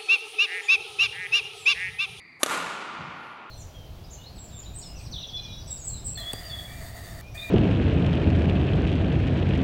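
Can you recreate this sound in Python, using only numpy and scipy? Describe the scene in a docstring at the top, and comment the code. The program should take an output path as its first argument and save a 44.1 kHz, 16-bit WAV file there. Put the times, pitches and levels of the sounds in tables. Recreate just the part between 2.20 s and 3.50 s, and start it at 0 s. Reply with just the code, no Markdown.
"""A badminton jump smash: racket strings crack against the shuttlecock in a large, hard-walled hall.
The racket swishes in, the cork clicks, the string bed gives and snaps back, and the feathers crackle.
Floor, walls and roof throw the crack back into a long reverberation where the string notes linger.
A shoe squeak from the take-off still hangs in the air; the player lands on the sprung floor
and steps off over a faint low rumble."""
import sys
import numpy as np
from scipy import signal
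from scipy.fft import rfft, irfft
from scipy.io import wavfile

SR = 44100
rng = np.random.default_rng(int(sys.argv[2]) if len(sys.argv) > 2 else 0)


def dump(signal):
    """Clip the signal to [-1, 1] and save it as 16-bit WAV at the path in sys.argv[1]."""
    limited = np.clip(np.atleast_2d(signal).T, -1, 1)
    pcm = np.round(limited * 32767).astype(np.int16)
    wavfile.write(sys.argv[1], SR, pcm)


N = 57330
T = np.arange(N) / SR
FREQS = np.maximum(np.arange(N // 2 + 1) * SR / N, 1)
HIT_S, FIRST_ECHO_S = .232, .261
BOUNCE_DELAY_S = .00335   # the floor answers this long after the hit


def from_db(db):
    """Decibels to gain."""
    return 10 ** (np.asarray(db) / 20)


def at_hz(points, hz):
    """Read a table on a log-frequency axis."""
    table_hz, value = np.transpose(points)
    return np.interp(np.log(hz), np.log(table_hz), value)


def unit_rms(x):
    """Scale to unit power."""
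    return x / np.sqrt(np.mean(x ** 2) + 1e-20)


def decay(start_s, t60_s):
    """Silence, then an exponential fall from one."""
    return (T >= start_s) * np.exp(-np.log(1000) * np.maximum(T - start_s, 0) / t60_s)


def filtered(x, hz, kind="low", order=1):
    """Gentle low- or high-pass."""
    return signal.sosfilt(signal.butter(order, hz, kind, fs=SR, output="sos"), x + 1e-18)


def shaped_noise(gain):
    """Unit noise with the given gain at each frequency."""
    return unit_rms(irfft(gain * np.exp(2j * np.pi * rng.random(len(FREQS))), N))


def noise(eq):
    """Unit noise coloured by an EQ table."""
    return shaped_noise(from_db(at_hz(eq, FREQS)))


def delayed(x, delay_s):
    """The same sound, later."""
    return np.concatenate([np.zeros(int(delay_s * SR)), x])[:N]


# Colour of the room tone: freq_hz, gain_db
ROOM_EQ = [(20, -15.5), (45, -21.5), (70, 0.5), (150, 4.5), (330, 2), (500, -10.5), (700, -7.5),
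           (1200, -2.5), (2000, -16.5), (3200, -40.5), (6000, -28.5), (10000, -33), (13000, -40)]

def room_tone():
    """A faint, steady bed of low rumble."""
    return from_db(-59.5) * noise(ROOM_EQ)


# Colour of the squeak's tail: freq_hz, gain_db
SQUEAK_EQ = [(1400, -50.5), (1750, -12.5), (2000, -1.5), (2350, -1.5), (2650, -18.5), (3100, -33.5),
             (3800, -24), (4300, -21), (4720, -10), (5100, -40.5), (6000, -53.5)]

def squeak_tail():
    """The shoe squeak of the take-off fades in the hall."""
    return from_db(-50.5) * decay(0, t60_s=4.7) * noise(SQUEAK_EQ)


# Colour of the scuff: freq_hz, gain_db
SCUFF_EQ = [(2000, -20), (5000, -5), (10500, 6.5), (13000, -2)]

def scuff(peak_s=1.053, width_s=.11):
    """A sole brushes the mat in a soft swell of hiss."""
    return from_db(-73) * np.exp(-((T - peak_s) / width_s) ** 2) * noise(SCUFF_EQ)


# Colour of a sole's slap: freq_hz, gain_db
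SOLE_EQ = [(40, -30.5), (80, -14), (220, 11), (320, -7), (700, -34), (3000, -45), (12000, -62)]
# Colour of its boom in the hall: freq_hz, gain_db
BOOM_EQ = [(35, -31), (60, -7), (90, -6), (140, 6.5), (250, -7), (600, -54)]
# Footfall cues: start_s, level_db, floor_pitch_hz, slap_mix_db
FOOTFALLS = [(0.403, -36, 174, -9), (.455, -51, 99, 0), (.785, -40, 100, 3), (.825, -44, 150, -0.5),
             (.87, -52, 95, 1)]

def footfalls(attack_s=.016, thud_t60_s=.17):
    """Each step sounds a low note in the sprung floor, and its slap booms out in the hall."""
    out = np.zeros(N)
    for start_s, level_db, pitch_hz, slap_mix_db in FOOTFALLS:
        attack = np.clip((T - start_s) / attack_s, 0, 1)
        thud = decay(start_s, thud_t60_s)
        note = thud * np.sin(2 * np.pi * pitch_hz * (T - start_s))
        slap = thud * noise(SOLE_EQ)
        boom = from_db(-7) * decay(start_s, t60_s=.92) * noise(BOOM_EQ)
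        out += from_db(level_db) * attack * (note + from_db(slap_mix_db) * (slap + boom))
    return out


# Colour of the reverb: freq_hz, gain_db
REVERB_EQ = [(30, -54.5), (70, -34), (110, -25.5), (160, -9.5), (300, -7), (680, -7.5), (900, -3),
             (1400, -1.5), (1600, -8.5), (2300, -8.5), (3100, -10.5), (4000, -14.5), (5400, -19.5),
             (7500, -15), (10000, -18.5), (11800, -20.5), (13000, -30.5)]
# Reverb time: freq_hz, t60_s
REVERB_TIMES = [(100, 5.5), (300, 4.24), (600, 4), (1000, 6), (1420, 4.9), (1650, 4.16), (2300, 5.2),
                (3200, 3.3), (5000, 2.31), (7500, 1.22), (10000, 0.95), (13000, 0.57)]
# String notes that linger in the hall: pitch_hz, half_width_hz, level_db
LINGERING_NOTES = [(1186, 17, -47), (1372, 7, -49.5), (1427.5, 24, -44), (1774, 35, -55.5)]

def hall_reverb(build_s=.066, linger_t60_s=6.6):
    """Dense reflections build up and die band by band; the string notes linger longest."""
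    wash = rfft(noise(REVERB_EQ))
    bands_hz = np.geomspace(80, 13000, num=30)
    tail = np.zeros(N)
    for hz, selector in zip(bands_hz, np.eye(len(bands_hz))):
        band_gain = np.interp(np.log(FREQS), np.log(bands_hz), selector)
        tail += irfft(wash * band_gain, N) * decay(FIRST_ECHO_S, at_hz(REVERB_TIMES, hz))
    flicker = unit_rms(filtered(rng.standard_normal(N), hz=130, order=2))
    grain = from_db(1.35 * flicker * decay(FIRST_ECHO_S, t60_s=6.6))
    notes = sum(from_db(level_db) * shaped_noise(1 / (1 + ((FREQS - pitch_hz) / half_width_hz) ** 2))
                for pitch_hz, half_width_hz, level_db in LINGERING_NOTES)
    build = from_db(-11.5 * np.clip(1 - (T - FIRST_ECHO_S) / build_s, 0, 1))
    early_boost = np.hypot(1, from_db(7) * decay(FIRST_ECHO_S, t60_s=1))
    return build * early_boost * (from_db(-31.5) * tail * grain + notes * decay(FIRST_ECHO_S, linger_t60_s))


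# Echo taps from walls and roof: arrival_s, level_db, lowpass_hz, ring_mix_db
ECHO_TAPS = [(0.2616, -10.5, 5500, -22), (.2685, -17, 4500, -18), (0.2856, -33, 3500, -14),
             (0.2964, -18.5, 6000, -14), (.3008, -25, 3060, 0), (0.3209, -20, 1840, -1),
             (0.3268, -22, 1730, 0), (0.341, -17, 2500, -3), (0.348, -19, 3880, -7)]

def wall_echoes(crack, string_hz=1218):
    """Ribbed walls and roof return the crack, smeared and tinged by the note the racket face sends them."""
    out = np.zeros(N)
    note = decay(0, t60_s=.02) * np.sin(2 * np.pi * string_hz * T)
    ring = np.std(crack) * unit_rms(signal.fftconvolve(crack, note)[:N])
    for arrival_s, level_db, lowpass_hz, ring_mix_db in ECHO_TAPS:
        scatter = rng.standard_normal(N) * decay(0, t60_s=.016)
        smear = signal.fftconvolve(crack, scatter / np.linalg.norm(scatter))[:N]
        echo = filtered(crack + from_db(-7) * smear, lowpass_hz) + from_db(ring_mix_db) * ring
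        out += from_db(level_db) * delayed(echo, arrival_s - HIT_S)
    return out


# Colour of the close reflections: freq_hz, gain_db
SCATTER_EQ = [(30, -31.5), (100, -20.5), (250, 3), (600, -6.5), (1300, 4), (2500, -3.5), (5500, -15.5),
              (8000, -9.5), (13000, -17)]

def near_scatter():
    """Player, net and posts scatter the crack before the first wall answers."""
    return from_db(-36.5) * decay(HIT_S + BOUNCE_DELAY_S, t60_s=.31) * noise(SCATTER_EQ)


def floor_bounce(crack, treble_gain=.63):
    """The court floor returns the crack a little duller."""
    dull = filtered(crack, hz=2514)
    return from_db(-2) * delayed(dull + treble_gain * (crack - dull), BOUNCE_DELAY_S)


# Colour of the air through the strings: freq_hz, gain_db
SWISH_EQ = [(100, -27), (350, -8), (600, -5.5), (1400, 3), (2800, -9.5), (5000, -13), (10000, -4.5),
            (13000, -16.5)]

def swish(start_s=.191, attack_s=.026, release_s=.019):
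    """Air rushes through the strings, and the shaft's whistle rises with the racket's speed."""
    swing = np.clip((T - start_s) / attack_s, 0, 1) * np.exp(-np.maximum(T - HIT_S, 0) / release_s)
    pitch_hz = np.interp(T, [start_s, HIT_S], [380, 1308])
    flutter = filtered(rng.standard_normal(N), hz=120, order=2)
    whistle = unit_rms(flutter * np.sin(2 * np.pi * np.cumsum(pitch_hz) / SR))
    return swing * (from_db(-45.5) * noise(SWISH_EQ) + from_db(-46.5) * whistle)


# Colour of the feather skirt: freq_hz, gain_db
FEATHER_EQ = [(1500, -8), (2500, 3.5), (3900, -3), (5400, -4.5), (7000, 1.5), (10500, -0.5), (12000, -3),
              (13500, -24)]
# Ring of racket and shuttle: pitch_hz, level_db, t60_s, delay_s
RING_MODES = [(1244, -21.5, 0.012, 0.0024), (1840, -25.5, .012, 0), (2910, -32, .010, 0.009),
              (4024, -13, .004, 0), (6590, -33, .010, 0.0057), (10290, -9.5, 0.0044, 0.0014)]

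def smash(click_width_s=.00004, contact_s=.001555, rebound_s=.00028):
    """The cork clicks, the string bed gives and snaps back, feathers crackle, racket and shuttle ring."""
    age = T - HIT_S
    click = from_db(-1) * np.exp(-(age / click_width_s) ** 2)
    push = -from_db(-14) * np.sin(np.pi * np.clip(age / contact_s, 0, 1) ** 2)
    rebound = from_db(-10.5) * np.sin(np.pi * np.clip((age - contact_s) / rebound_s, 0, 1))
    contact = (age >= 0) * (age < contact_s) + decay(HIT_S + contact_s, t60_s=.002)
    flutter = decay(HIT_S, t60_s=.053)   # the shuttle rustles as it leaves
    crackle = np.hypot(from_db(-14.5) * contact, from_db(-28.5) * flutter)
    feathers = crackle * filtered(noise(FEATHER_EQ), hz=1000, kind="high")
    ring = np.zeros(N)
    for pitch_hz, level_db, t60_s, delay_s in RING_MODES:
        tone = np.sin(2 * np.pi * pitch_hz * (age - delay_s))
        ring += from_db(level_db) * decay(HIT_S + delay_s, t60_s) * tone
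    return filtered(click + push + rebound + feathers + ring, hz=140, kind="high")


def scene():
    """Mono mix of the stroke, its reflections, the player's feet and the room tone."""
    crack = smash()
    reflections = floor_bounce(crack) + near_scatter() + wall_echoes(crack) + hall_reverb()
    stroke = swish() + crack
    feet = squeak_tail() + footfalls() + scuff()
    return (stroke + reflections + feet + room_tone())[None]


def record(dry):
    """A steep low-pass cuts the top end."""
    cutoff_hz = 13000
    return signal.sosfilt(signal.ellip(8, .3, 80, cutoff_hz, fs=SR, output="sos"), dry)


dry = scene()
out = record(dry)
dump(out)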